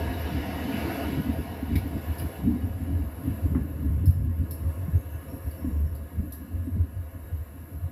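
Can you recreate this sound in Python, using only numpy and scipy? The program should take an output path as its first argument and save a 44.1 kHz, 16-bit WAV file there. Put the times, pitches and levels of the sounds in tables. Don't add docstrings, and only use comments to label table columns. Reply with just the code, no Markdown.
import sys
import numpy as np
from scipy import signal
from scipy.io import wavfile
from scipy.ndimage import uniform_filter1d

SR = 44100
rng = np.random.default_rng(int(sys.argv[2]) if len(sys.argv) > 2 else 0)


def digitize_waveform(pressure):
    field = np.atleast_2d(pressure).T
    bounded = np.clip(field, -1, 1)
    quanta = np.round(bounded * 32767).astype(np.int16)
    wavfile.write(sys.argv[1], SR, quanta)


def ratio_of_db(decibels):
    return 10 ** (np.asarray(decibels, float) / 20)


N = 348831
T = np.arange(N) / SR
HOP = 256

# (start [s], end [s], from [Hz], to [Hz], level [dB])
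BIRD_NOTES = [(4.64, 4.817, 8700, 8170, -74), (4.934, 5.032, 6480, 6450, -72),
              (5.091, 5.2, 6430, 6450, -75), (5.266, 5.376, 5480, 5590, -70),
              (5.412, 5.51, 5490, 5500, -73.5), (5.564, 5.644, 5445, 5486, -70),
              (5.686, 5.794, 5570, 5520, -74), (5.834, 5.902, 5500, 5460, -73),
              (6.598, 6.768, 8420, 8510, -73)]

# (middle [s], length [s], boom [dB], boom pitch [Hz], flutter [dB])
GUSTS = [(0.032, 0.13, -40, 72.5, -33), (0.248, 0.051, -28, 78, -54), (0.365, 0.07, -32, 76.3, -33.5),
         (0.826, 0.2, -43.5, 78, -34.5), (1.087, 0.096, -33, 82.4, -29.5), (1.187, 0.032, -31, 83.3, -26),
         (1.309, 0.055, -26, 78.8, -29), (1.389, 0.037, -24.5, 80.3, -34), (1.746, 0.064, -23.5, 73.5, -26),
         (1.86, 0.055, -34, 80, -38), (1.969, 0.044, -25, 88.2, -31), (2.106, 0.032, -28.5, 83, -33),
         (2.245, 0.051, -23.5, 83.3, -31.5), (2.488, 0.1, -27, 76.2, -29), (2.649, 0.076, -27, 85.2, -33.5),
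         (2.745, 0.089, -34.5, 83.7, -54), (2.825, 0.031, -29.5, 85.7, -37),
         (2.931, 0.11, -25.5, 81.6, -36), (3.025, 0.096, -24.5, 76.05, -37.5),
         (3.297, 0.068, -24.5, 79.33, -30.5), (3.452, 0.048, -23, 77, -37), (3.521, 0.031, -22, 85, -36),
         (3.568, 0.1, -22, 81.2, -29), (3.718, 0.065, -33.5, 74.6, -43), (3.83, 0.041, -24, 86.6, -32),
         (3.921, 0.21, -25.5, 78, -33.5), (4.081, 0.049, -15.5, 84.5, -32.5),
         (4.245, 0.17, -25, 76.6, -40.5), (4.419, 0.053, -23, 80.1, -36), (4.669, 0.099, -25, 74.1, -40.5),
         (4.833, 0.072, -25, 80.4, -50.5), (4.953, 0.058, -20.5, 79.1, -37),
         (5.155, 0.066, -31.5, 77, -56.5), (5.47, 0.045, -24, 78.45, -43), (5.677, 0.083, -27.5, 75.9, -34),
         (5.81, 0.14, -21.5, 75.2, -37.5), (5.939, 0.063, -31, 77, -62), (6.219, 0.084, -22.5, 81.74, -36),
         (6.574, 0.1, -28.5, 83, -42.5), (6.685, 0.047, -33, 78.9, -36), (6.784, 0.088, -21.5, 80.2, -38),
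         (6.994, 0.075, -29, 85, -50), (7.152, 0.036, -31.5, 81, -58), (7.334, 0.048, -25, 82, -49.5),
         (7.417, 0.029, -28, 84.1, -52), (7.769, 0.071, -30.5, 80.6, -57), (7.845, 0.036, -24, 79, -63)]
# (start [s], peak [dB], pitch [Hz])
THUMPS = [(0.976, -28, 274), (1.081, -26, 270), (1.626, -23, 255), (1.855, -25.5, 263), (3.27, -24, 257.3),
          (3.455, -26, 276), (3.554, -17, 248), (3.808, -39, 259), (4.038, -26.5, 276.8),
          (4.881, -21, 155.6), (5.472, -36, 261.7), (5.644, -22.5, 271.6), (6.194, -25, 203),
          (6.672, -25, 259), (6.763, -25, 199.5)]
# (frequency [Hz], level [dB per Hz])
RUMBLE_SPECTRUM = [(12, -36), (20, -35), (38, -20), (57, -16), (75, -10), (91, -7.5), (124, -27),
                   (140, -17), (180, -41), (310, -120)]
# (frequency [Hz], level [dB per Hz])
FLUTTER_SPECTRUM = [(59, -40), (100, -2.5), (129, -10), (178, -9.5), (215, -8), (280, -5), (298, -8),
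                    (341, -28.5), (415, -17.5), (460, -50), (600, -58), (1010, -120)]
GUST_SQUARE, FLUTTER_SPREAD = 2.12, 1.35
BREEZE_DB, BREEZE_DB_PER_S, BREEZE_HZ, BREEZE_LUMPS_DB = -36, -0.5, 77, 4
WAKE_DB, WAKE_DB_PER_DOUBLING = -35.5, -3.5
WAKE_PEAK_S, WAKE_LENGTH_S, WAKE_PEAK_DB = 0.95, 0.39, 0.5

# (start [s], bright top [dB], body [dB], body pitch [Hz], body width [Hz])
TICKS = [(1.7553, -38.5, -33, 2174, 604), (1.7564, -49, -42, 4000, 2600), (2.1838, -41, -48.5, 4900, 1000),
         (2.1951, -39.5, -43.5, 2630, 904), (3.546, -66.5, -37, 1004, 300.2),
         (3.549, -67, -38.5, 1553, 702), (4.057, -38.5, -54, 5155, 302), (4.108, -47, -60, 5230, 896),
         (4.5088, -36, -49.5, 5240, 600), (5.5097, -46, -62, 4598, 198), (5.9506, -49.5, -65, 4575, 1200),
         (6.3225, -36.5, -55, 5606, 599.4)]
# (pitch [Hz], width [Hz], level [dB])
TICK_TOP = [(4440, 1600, -17), (7340, 480, -20.5), (10660, 486, -2), (11830, 1910, 0.5), (14680, 2400, -9)]

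TRACK_M, PASS_S, SPEED_M_PER_S, SLOWING_S = 3.33, 0.82, 8.96, 10.7
# (pitch [Hz], level at the start [dB], level at the end [dB])
DRONES = [(1662, -69, -72.5)]
WHINE_HZ, WHINE_SAG_HZ_PER_S, WHINE_DB, WHINE_DB_PER_DOUBLING = 776, 6, -58.5, -3
WHINE_OPEN_S, WHINE_OPEN_LENGTH_S, WHINE_OPEN_DB = 2.3, 1.7, 8.5
# (frequency [Hz], level [dB per Hz])
ROAR_NEAR = [(190, -12), (320, 0.5), (559, -5.5), (753, -2.5), (867, -13.5), (947, -4.5), (1300, -22),
             (1690, -31), (2860, -120)]
ROAR_FAR = [(190, -34.5), (320, -2.5), (466, -15.5), (515, -3.5), (867, -20), (998, -11), (1300, -19.5),
            (1690, -75), (2860, -120)]
RUSH_NEAR = [(710, -49), (1200, -5), (1650, -1), (2460, -4), (2860, -6), (3250, -14.5), (4660, -17),
             (6060, -22.5), (7600, -30.5), (9000, -36), (11700, -69), (19800, -120)]
RUSH_FAR = [(710, -29), (1200, -5), (1670, -1), (2440, -8.5), (2690, -7.5), (3230, -18.5), (5000, -22),
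            (6500, -54), (11000, -120)]
HISS_SPECTRUM = [(1760, -55), (3000, -38), (3570, -40), (4080, -14), (4310, -43), (5540, -12),
                 (6020, -17.5), (6690, -16), (7320, -10), (7960, -12), (8660, -15.5), (8900, -20),
                 (9680, -5), (11600, 5), (15900, -17.5)]
# (level alongside [dB], change per doubling of distance [dB], share of each swell [ratio], background [dB])
LAYERS = [(-38.5, -4, 0.73, -103), (-44, -6, 1.08, -63.5), (-53, -2.27, 1.2, -63)]
# (middle [s], length [s], change [dB])
SWELLS = [(0.91, 0.38, 3), (1.45, .4, -0.5), (2.188, 0.41, 3.5), (2.952, 0.26, 0.5), (3.326, .3, 3.5),
          (4.198, 0.33, -4), (4.75, 0.42, 3.5), (5.396, 0.65, 4), (6.3, 0.38, -0.5), (6.856, 0.39, -3),
          (7.259, 0.45, 0.5)]

# (frequency [Hz], width [Hz], change [dB])
ROOM_COLOUR = [(433, 17, 5), (465.6, 22, -10.5), (498, 120, 5), (562.6, 10.2, -18), (662.6, 39, 5.5),
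               (764, 35, 6.5), (834, 57, -6), (868, 43, 3.5), (965.6, 8.5, 5.5), (1189, 27, 4),
               (1463, 35, 9.5), (1537, 79, -4), (1657, 85, 6), (2189, 22, 8), (2534, 117, -11.5),
               (2596, 146, 9.5), (2930, 143, 7), (3426, 90, 7), (3790, 92, 7), (4090, 70, 8.5),
               (4780, 410, 4), (5500, 330, 2), (7450, 74, 8.5), (8800, 80, 5.5), (10500, 35, 2),
               (9220, 49, 2.5), (10290, 260, -11), (10730, 110, 8.5), (11660, 36, 10.5), (11900, 60, -3),
               (10800, 110, -1.5), (14100, 180, 5.5), (12830, 130, 6),
               (12150, 56, 10.5)  , (12200, 90, 6.5), (12670, 76, 8), (13500, 55, 10), (13500, 97, -4)]
# (frequency [Hz], time [s])
ROOM_DECAY = [(300, 0.44), (2000, 0.097), (6000, 0.94), (14000, 0.39)]


def evened(x):
    return x / np.sqrt(np.mean(x ** 2) + 1e-20)


def smoothed(x, size):
    return uniform_filter1d(uniform_filter1d(x, size), size)


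def read(points, hz):
    f, value = np.transpose(points)
    return np.interp(np.log(hz + 1), np.log(f + 1), value)


def add(mix, start, sound):
    part = mix[round(start * SR):][:len(sound)]
    part += sound[:len(part)]


def bell(middle, length, square):
    t = T[::HOP // 4]
    return np.interp(T, t, 2. ** -(abs(2 * (t - middle) / length) ** square))


def noise(spectrum, patchy_db, size):
    frames, hz = 4 * N // size + 5, np.fft.rfftfreq(size, 1 / SR)
    a, b, patches = rng.standard_normal((frames, len(hz), 3)).T
    patches = uniform_filter1d(patches, size=8, axis=0)
    patches = evened(uniform_filter1d(patches, size=10, axis=1))
    level_db = read(spectrum, hz)[:, None] + patchy_db * patches
    z = (a + 1j * b) * ratio_of_db(level_db)
    return evened(signal.istft(z, nperseg=size, noverlap=3 * size // 4)[1][:N])


def fuzzy(hz, size, steady):
    a, b = smoothed(rng.standard_normal((2, len(hz))), size)
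    turn = np.exp(2j * np.pi * np.cumsum(hz) / SR)
    return evened(((evened(a) + 1j * evened(b) + steady) * turn).real)


def ring(hz, width_hz):
    t = np.arange(1200) / SR
    shape = t ** 2 * np.exp(-1.3 * np.pi * width_hz * t) * np.sin(2 * np.pi * hz * t)
    return shape / np.linalg.norm(shape)


def doublings():
    since_pass = np.maximum(T - PASS_S, 0)
    travelled = SPEED_M_PER_S * SLOWING_S * (1 - np.exp(-since_pass / SLOWING_S))
    return np.log2(np.hypot(1, travelled / TRACK_M))


def bird():
    out = np.zeros(N)
    for start, end, from_hz, to_hz, db in BIRD_NOTES:
        hz = np.linspace(from_hz, to_hz, round((end - start) * SR))
        fade = np.linspace(1.2, 0.6, len(hz)) * signal.windows.tukey(len(hz), 0.5)
        add(out, start, ratio_of_db(db) * fade * fuzzy(hz, size=300, steady=1.3))
    return out


def thumps():
    out, t = np.zeros(N), np.arange(4000) / SR
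    for (start, db, hz), turn in zip(THUMPS, rng.random((len(THUMPS), 1))):
        push = (t / 0.0039) * np.exp(1 - t / 0.0052)
        add(out, start, ratio_of_db(db - 2.5) * push * np.sin(2 * np.pi * (hz * t + turn)))
    return out


def gusts():
    wobble, lumps, ruffle = (evened(smoothed(rng.standard_normal(N), size)) for size in (900, 2000, 2000))
    boom_power = ratio_of_db(BREEZE_DB + BREEZE_DB_PER_S * T + BREEZE_LUMPS_DB * lumps) ** 2
    weighted_pitch = BREEZE_HZ * boom_power
    wake_peak_db = WAKE_PEAK_DB * bell(WAKE_PEAK_S, WAKE_LENGTH_S, square=2.3)
    flutter_power = ratio_of_db(WAKE_DB + WAKE_DB_PER_DOUBLING * doublings() + 2.1 * ruffle + wake_peak_db) ** 2
    for middle, length, boom_db, hz, flutter_db in GUSTS:
        power = (ratio_of_db(boom_db) * bell(middle, length, GUST_SQUARE)) ** 2
        boom_power = boom_power + power
        weighted_pitch = weighted_pitch + hz * power
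        flutter = ratio_of_db(flutter_db) * bell(middle, FLUTTER_SPREAD * length, GUST_SQUARE)
        flutter_power = flutter_power + flutter ** 2
    pitch = weighted_pitch / boom_power + 6 * wobble
    tone = np.sqrt(2) * np.sin(2 * np.pi * np.cumsum(pitch) / SR)
    boom = 0.78 * tone + ratio_of_db(-5) * noise(RUMBLE_SPECTRUM, patchy_db=2.0, size=8192)
    flutter = noise(FLUTTER_SPECTRUM, patchy_db=3.0, size=2048)
    return np.sqrt(boom_power) * boom + np.sqrt(flutter_power) * flutter + thumps()


def ticks():
    out, t = np.zeros(N), np.arange(6000) / SR
    top = sum(ratio_of_db(db) * ring(hz, width_hz) for hz, width_hz, db in TICK_TOP)
    for start, top_db, body_db, hz, width_hz in TICKS:
        fading = 0.37 * np.exp(-t / 0.0047) + 0.42 * np.exp(-t / 0.026)
        snap = rng.standard_normal(len(t)) * fading
        rings = ratio_of_db(top_db) * top + ratio_of_db(body_db) * ring(hz, width_hz)
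        add(out, start, signal.oaconvolve(snap, rings))
    return out


def whine():
    open_db = WHINE_OPEN_DB * bell(WHINE_OPEN_S, WHINE_OPEN_LENGTH_S, square=2.1)
    level_db = WHINE_DB + WHINE_DB_PER_DOUBLING * doublings() + open_db
    out = ratio_of_db(level_db) * fuzzy(WHINE_HZ - WHINE_SAG_HZ_PER_S * T, size=450, steady=0.1)
    for hz, start_db, end_db in DRONES:
        out += ratio_of_db(np.linspace(start_db, end_db, N)) * fuzzy(np.full(N, hz), size=150, steady=0.05)
    return out


def receding(near, far, away):
    near_noise = noise(near, patchy_db=2.0, size=1024)
    far_noise = noise(far, patchy_db=1.5, size=1024)
    return np.cos(away) * near_noise + np.sin(away) * far_noise


def train():
    away = np.pi / 2 * np.clip((T - 1.2) / 2.82, 0, 1)
    roar = receding(ROAR_NEAR, ROAR_FAR, away)
    rush = receding(RUSH_NEAR, RUSH_FAR, away)
    hiss = noise(HISS_SPECTRUM, patchy_db=2.0, size=1024)
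    swell_db = sum(db * bell(middle, length, square=2.8) for middle, length, db in SWELLS)
    out = np.zeros(N)
    for (db, fall_db, share, background_db), layer in zip(LAYERS, [roar, rush, hiss]):
        train_level = ratio_of_db(db + fall_db * doublings() + share * swell_db)
        out += np.hypot(train_level, ratio_of_db(background_db)) * layer
    return out


def room(x, wet_db):
    hz, t, z = signal.stft(rng.standard_normal(SR // 2), SR, nperseg=HOP)
    early = ratio_of_db(4 - 60 * t / 0.14)
    fading = ratio_of_db(-60 * t / read(ROOM_DECAY, hz)[:, None]) + early
    tail = signal.istft(z * fading, SR, nperseg=HOP)[1]
    echo = np.concatenate([[1], np.zeros(200), ratio_of_db(wet_db) * tail / np.linalg.norm(tail)])
    hz = abs(np.fft.fftfreq(2 ** 15, 1 / SR))
    colour_db = sum(db / (1 + (2 * (hz - f) / width) ** 2) for f, width, db in ROOM_COLOUR)
    log_gain = np.log(ratio_of_db(colour_db))
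    colour = np.fft.ifft(np.exp(np.conj(signal.hilbert(log_gain)))).real[:8192]
    response = signal.fftconvolve(echo, colour)
    response = response / np.linalg.norm(response)
    led_in = np.concatenate([x[:SR // 2][::-1], x])
    return signal.oaconvolve(led_in, response)[SR // 2:][:N]


def scene():
    in_room = room(train() + whine() + ticks() + bird(), wet_db=-3.5)
    return (gusts() + in_room)[None]


def low_pass(x):
    return signal.sosfilt(signal.butter(12, 15750, fs=SR, output="sos"), x)


def record(dry):
    band = signal.butter(2, [42, 14800], "bandpass", fs=SR, output="sos")
    finished_mix = signal.sosfilt(band, dry)
    return low_pass(finished_mix)


dry = scene()
out = record(dry)
digitize_waveform(out)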